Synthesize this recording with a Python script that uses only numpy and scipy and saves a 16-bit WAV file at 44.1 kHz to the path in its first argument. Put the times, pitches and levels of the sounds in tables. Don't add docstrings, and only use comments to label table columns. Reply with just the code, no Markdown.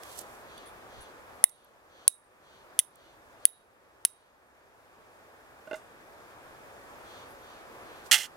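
import sys
import numpy as np
from scipy import signal
from scipy.fft import rfft, irfft
from scipy.io import wavfile

SR = 44100
rng = np.random.default_rng(int(sys.argv[2]) if len(sys.argv) > 2 else 0)


def file_out(sig):
    cols = np.atleast_2d(sig).T
    lim = np.clip(cols, -1, 1)
    pcm = np.round(lim * 32767).astype(np.int16)
    wavfile.write(sys.argv[1], SR, pcm)


N = 369072

# frequency in Hz, relative level in dB per Hz.
WIND_SPECTRUM = [(15, -40), (25, -12.5), (80, -5), (180, -10), (301, -6.5), (476, -1), (591, -1),
                 (695, -2.5), (1330, -3.5), (3620, -22), (9570, -26), (14000, -27.5), (16000, -36)]
# frequency in Hz, shared part of the power from 0 to 1.
WIND_LIKENESS = [(30, 0.76), (120, 0.25), (300, 0.8), (1000, 0.46), (2500, 0.48), (5000, 0.061),
                 (15000, 0.069)]
# time in seconds, level in dB.
GUSTS = [(0, -48.5), (.3, -49.5), (1.4, -50.5), (3, -45.5), (4.5, -52), (6, -51.5), (7, -48.5), (8.37, -49)]
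# start in seconds, level of its pulses in dB.
JAY_CALLS = [(0, -33), (.44, -35), (.872, -35), (1.46, -34), (1.88, -31.5), (2.403, -31), (2.914, -30.5),
             (3.381, -33.5), (4.063, -38), (7.026, -33), (7.389, -37), (7.817, -39)]
# centre in Hz, width in Hz, level in dB.
JAY_THROAT = [(3315, 990, 2.5), (4040, 1300, 0), (5600, 1300, -5)]
# peak time in seconds, level in dB,
# rise and fall time constant in seconds, lowest frequency in Hz.
GRIT_TICKS = [(0.035, -41.5, 0.0023, 500), (0.092, -55, .1, 6000), (.131, -50, 0.095, 4170),
              (0.188, -39, 0.015, 4650), (.191, -30.5, 0.0021, 6040), (0.214, -40, .0045, 7000),
              (.31, -59, 0.15, 5000), (1.495, -32, 0.0026, 5920), (1.647, -38, .002, 10000),
              (2.958, -37, 0.0017, 7000), (7.31, -53.5, .015, 9000), (8.067, -48.5, .013, 2500)]
# start in seconds, level in dB, contact cut-off in Hz,
# contact t60 in seconds, lower limit of the body in Hz.
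KNOCKS = [(5.673, -57.5, 4000, 0.049, 300), (5.700, -62, 6000, .009, 1500), (5.7115, -42, 2280, 0.029, 400),
          (5.7312, -42, 2610, 0.03, 352), (5.742, -41, 3000, 0.033, 1300), (5.756, -53, 9900, .15, 1990)]
# frequency in Hz, level in dB, t60 in seconds.
WOOD_MODES = [(400, -9, .015), (630, -4, .11), (850, -9, .03), (1150, -11, .015), (1475, -5, .03),
              (2060, -9, .02), (2800, -8, .015), (3600, -12, .015)]
# start in seconds, level in dB.
TIN_HITS = [(8.1128, -25.5), (8.117, -20.5), (8.127, -19), (8.134, -24), (8.142, -19.5), (8.148, -31),
            (8.165, -35.5), (8.180, -34), (8.202, -37), (8.232, -43)]
# frequency in Hz, level in dB, t60 in seconds.
TIN_MODES = [(874, -6.5, 0.025), (1560, -20, 0.0088), (2122, 3, 0.024), (2360, -5, .02), (2713, -22, 0.048),
             (2720, -20, 0.054), (2876, -4, 0.077), (3130, 2.5, 0.025), (3280, -1.5, 0.034),
             (3410, 4, 0.024), (4540, -3, 0.014), (6720, -16, 0.032), (7560, -31, .071), (8400, -14, 0.066)]
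# start in seconds, blow level in dB,
# scrape length in seconds, lead of the left microphone in samples, crack level in dB,
# lower limit of the body in Hz, stone level in dB, ring of the loosely gripped steel in dB.
STRIKES = [(.578, -49, 0.0033, .6, 5, 2200, 4, 0), (0.659, -58, 0.042, 0.86, -15, 1900, -8, 0),
           (1.007, -56, 0.03, 1, -15, 2500, -20, 0), (1.4402, 7.5, 0.004, 1.31, -9.5, 20, -16, 2),
           (2.0790, 9, 0.0043, 1.17, 2.5, 2270, -31, 3), (2.7910, 5.5, 0.0094, 0.69, 9, 2300, -10, -11),
           (3.4535, 12, 0.002, 1.25, -15.5, 1310, -20.5, -8), (4.0507, 5, 0.0058, 0.34, 7.5, 1400, -24, -1)]
# frequency in Hz, level in dB, t60 in seconds.
CLINK_MODES = [(10350, 1, .01), (8700, -12, .016), (9600, -7, .004), (13000, -32, .08), (14880, -38, .07)]
# frequency in Hz, level in dB, t60 in seconds.
STONE_MODES = [(2050, -7, .014), (3500, 0, .008), (4570, -21, .04), (6300, -16, .02)]
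# frequency in Hz, level in dB,
# t60 in seconds, flutter cut-off in Hz, share that holds still, share of the grip's dB.
STEEL_AFTER_RING = [(3820, -46, .3, 12, .6, 0), (8700, -40, .34, 120, .35, 1), (10350, -38, .3, 200, .3, 0)]

FAR_LAG = 8
PUFF_S, PUFF_DB, PUFF_HZ = 0.99, -48, 68
TREES_T60_S, TREES_DB, TREES_GAP_S = .2, -29, 0.0094
JAY_S, JAY_HZ = .25, 890
JAY_FALL, JAY_ROUGH = 0.33, 0.072
GRIT_PAN_DB = -8.5
WOOD_RING_DB, WOOD_SCRATCH_DB, WOOD_PAN_DB = -12, 3.5, -6.5
KNOCK_STEEL_DB, KNOCK_STEEL_T60_S = 8, .06
TIN_RING_DB, TIN_SCRATCH_DB, TIN_SCRATCH_HZ, TIN_PAN_DB = -25, 7.5, 1630, -8.5
TIN_CONTACT_HZ, TIN_RATTLE_S, TIN_RATTLE_GROWS = 9000, 0.066, 1.9
TIN_STILL_S = 8.258
SCRAPE_DB, LIGHT_SCRAPE_GAIN = -23.5, .17
CRACK_HIGH_HZ, CRACK_SCRAPE = 9000, 0.18
CRACK_PAN_DB, CLINK_PAN_DB, AFTER_PAN_DB = -9, 0, -8
DUCK_ABOVE_DB, DUCK_ATTACK_S, DUCK_RELEASE_S = -1, 0.0019, 0.83
CUTOFF_HZ = 16850


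def from_db(db):
    return 10 ** (np.asarray(db) / 20)


def rms_one(x):
    return x / np.sqrt(np.mean(x ** 2) + 1e-30)


def at_hz(points, hz):
    table_hz, values = np.array(points).T
    return np.interp(np.log(hz), np.log(table_hz), values)


def pan(db):
    return from_db([[db / 2], [-db / 2]])


def add(out, s, sound):
    i = round(s * SR)
    out[..., i:i + sound.shape[-1]] += sound[..., :N - i]


def butter(x, hz, kind):
    sos = signal.butter(2, np.clip(hz, 10, .45 * SR), kind, fs=SR, output="sos")
    return signal.sosfilt(sos, x)


def ring(force, modes):
    out = 0
    for hz, level_db, t60 in modes:
        r = from_db(-60 / (t60 * SR))
        w = 2 * np.pi * hz / SR
        height = from_db(level_db) * np.sin(w)
        out = out + signal.lfilter([0, height], [1, -2 * r * np.cos(w), r * r], force + 1e-18)
    return out


def drift(rate):
    r = np.exp(-80 * np.pi * rate / SR)
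    noise = rng.standard_normal(N // 40 + 2002)
    slow = signal.lfilter([1], [1, -2 * r, r * r], noise)[2000:]
    return np.interp(np.arange(N) / 40, np.arange(len(slow)), rms_one(slow))


def grains(size, spread_db):
    heights = from_db(spread_db * np.minimum(rng.exponential(1, size), 5))
    return rms_one(heights * rng.choice([-1, 1], size))


def showers(touches, spread_db):
    force, t = np.zeros(N), np.arange(SR // 4) / SR
    for s, level_db, contact_hz, t60 in touches:
        contacts = grains(len(t), spread_db)
        contacts[0] = 5.76
        shower = butter(contacts, contact_hz, "low")
        add(force, s, from_db(level_db - 60 * t / t60) * rms_one(shower))
    return force


def wind(patchy_db):
    out, together = 0, drift(1.5)
    edges = 20 * 2 ** np.arange(0, 10, .5)
    white = rng.standard_normal((2, 3, N))
    for k, (low, high) in enumerate(zip(edges, edges[1:].tolist() + [19000])):
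        shared, *own = butter(white[k % 2], [low, high], "band")
        hz = np.sqrt(low * high)
        alike = np.clip(at_hz(WIND_LIKENESS, hz), 0, 1)
        gain = from_db(at_hz(WIND_SPECTRUM, hz) + patchy_db * (.5 * together + drift(9)))
        from_left = np.array([shared, np.roll(shared, FAR_LAG)])
        out = out + gain * (np.sqrt(alike) * from_left + np.sqrt(1 - alike) * np.array(own))
    t = np.arange(N) / SR
    gusts = from_db(np.interp(t, *np.transpose(GUSTS)))
    puff = rms_one(butter(white[0, :2], PUFF_HZ, "low")) * np.exp(-np.abs(t - PUFF_S) / 0.026)
    return gusts * rms_one(out) + from_db(PUFF_DB) * puff


def trees(x):
    t = np.arange(SR // 2) / SR
    fade = from_db(-60 * t / TREES_T60_S) * np.clip(t / TREES_GAP_S, 0, 1)
    wash = rng.standard_normal((2, len(t))) * fade
    wash = wash / np.sqrt(np.sum(wash ** 2, axis=1, keepdims=True))
    return from_db(TREES_DB) * signal.fftconvolve(x, wash, axes=1)[:, :N]


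def jay():
    pulses, along = np.zeros(N), np.linspace(0, 1, round(JAY_S * SR))
    for s, level_db in JAY_CALLS:
        wobble = rms_one(butter(rng.standard_normal(SR // 2), 250, "low"))[:len(along)]
        pitch_hz = JAY_HZ * (1 - JAY_FALL * along + JAY_ROUGH * wobble)
        cycles = np.cumsum(pitch_hz) / SR
        train = np.diff(np.floor(cycles), prepend=0)
        add(pulses, s, from_db(level_db) * train * np.sin(np.pi * along) ** .6)
    call = 0
    for hz, width, level_db in JAY_THROAT:
        call = call + from_db(level_db) * butter(pulses, [hz - width / 2, hz + width / 2], "band")
    return np.array([call, np.roll(call, FAR_LAG)])


def grit():
    out, half = np.zeros((2, N)), SR // 9
    for s, level_db, length, low_hz in GRIT_TICKS:
        shape = np.exp(-np.abs(np.arange(-half, half) / SR / length))
        burst = butter(grains((2, len(shape)), spread_db=6.5), [low_hz, 13000], "band") * shape
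        skip = max(0, half - round(s * SR))
        add(out, s - (half - skip) / SR, from_db(level_db) * pan(GRIT_PAN_DB) * burst[:, skip:])
    return out


def knocks():
    force = 0
    for *touch, low_hz in KNOCKS:
        force = force + butter(showers([touch], spread_db=4.0), low_hz, "high")
    steel = [(hz, level_db, KNOCK_STEEL_T60_S) for hz, level_db, *_ in STEEL_AFTER_RING]
    clunk = from_db(WOOD_RING_DB) * ring(force, WOOD_MODES) + from_db(KNOCK_STEEL_DB) * ring(force, steel)
    scratch = from_db(WOOD_SCRATCH_DB) * butter(force, 1700, "high")
    return pan(WOOD_PAN_DB) * (clunk + scratch)


def tin():
    touches = []
    for s, level_db in TIN_HITS:
        t60 = TIN_RATTLE_S + TIN_RATTLE_GROWS * max(s - TIN_HITS[2][0], 0)
        touches.append((s, level_db, TIN_CONTACT_HZ, t60))
    force = butter(showers(touches, spread_db=4.5), 1030, "high")
    walls = from_db(TIN_RING_DB) * ring(force, TIN_MODES)
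    scratch = from_db(TIN_SCRATCH_DB) * butter(force, TIN_SCRATCH_HZ, "high")
    damped = np.clip((np.arange(N) / SR - TIN_STILL_S) / .032, 0, 1)
    return pan(TIN_PAN_DB) * (walls + scratch) * (1 - damped) ** 2


def striker():
    out, size = np.zeros((2, N)), SR // 2
    early = 64
    t, turn = np.arange(size) / SR, 2j * np.pi * np.fft.rfftfreq(size)
    click = 1. * (t == 0)
    for s, blow_db, length, lead, crack_db, low_hz, stone_db, grip_db in STRIKES:
        scrape_shape = np.exp(-((t / length - .3) / .75) ** 2)
        scrape_gain = from_db(SCRAPE_DB - LIGHT_SCRAPE_GAIN * blow_db)
        scrape = scrape_gain * grains(size, spread_db=6.0) * scrape_shape
        crack = butter(click + CRACK_SCRAPE * scrape, [low_hz, CRACK_HIGH_HZ], "band")
        stone_modes = STONE_MODES + rng.normal(0, 2, (len(STONE_MODES), 1)) * [0, 1, 0]
        stone = ring(click + scrape, stone_modes)
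        bare = from_db(crack_db) * crack + from_db(stone_db) * stone
        sound = pan(CLINK_PAN_DB) * ring(click + scrape, CLINK_MODES) + pan(CRACK_PAN_DB) * bare
        sound = butter(butter(sound, low_hz, "high"), low_hz, "high")
        sound = np.pad(sound, ((0, 0), (early, 0)))[:, :size]
        sound[0] = irfft(rfft(sound[0]) * np.exp(turn * lead), size)
        for hz, level_db, t60, swing_hz, steady, gripped in STEEL_AFTER_RING:
            swing = rms_one(butter(rng.standard_normal((2, 2 * size)), swing_hz, "low")[:, size:])
            flutter = steady + (1 - steady) * swing
            tone = np.roll(ring(click, [(hz, level_db + gripped * grip_db, t60)]), early)
            sound = sound + pan(AFTER_PAN_DB) * flutter * tone
        add(out, s - early / SR, from_db(blow_db) * sound[:, :-256])
    return out


def scene():
    far_bird = jay()
    near = knocks() + tin() + striker()
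    background = wind(patchy_db=0.72) + far_bird + from_db(28.5) * trees(far_bird)
    return background + grit() + near + trees(near) * pan(-13.5)


def record(dry):
    t = np.arange(N) / SR
    peak_db = 20 * np.log10(np.abs(dry).max(axis=0) + 1e-9)
    excess_db = np.maximum(peak_db - DUCK_ABOVE_DB, 1e-9)
    held_db = np.exp(np.maximum.accumulate(np.log(excess_db) + t / DUCK_RELEASE_S) - t / DUCK_RELEASE_S)
    r = np.exp(-1 / (DUCK_ATTACK_S * SR))
    ducked = dry * from_db(-signal.lfilter([1 - r], [1, -r], held_db))
    overloaded = np.clip(ducked, -.97, .97)
    cut = signal.cheby2(14, 70, CUTOFF_HZ, fs=SR, output="sos")
    return signal.sosfilt(cut, overloaded)


dry = scene()
out = record(dry)
file_out(out)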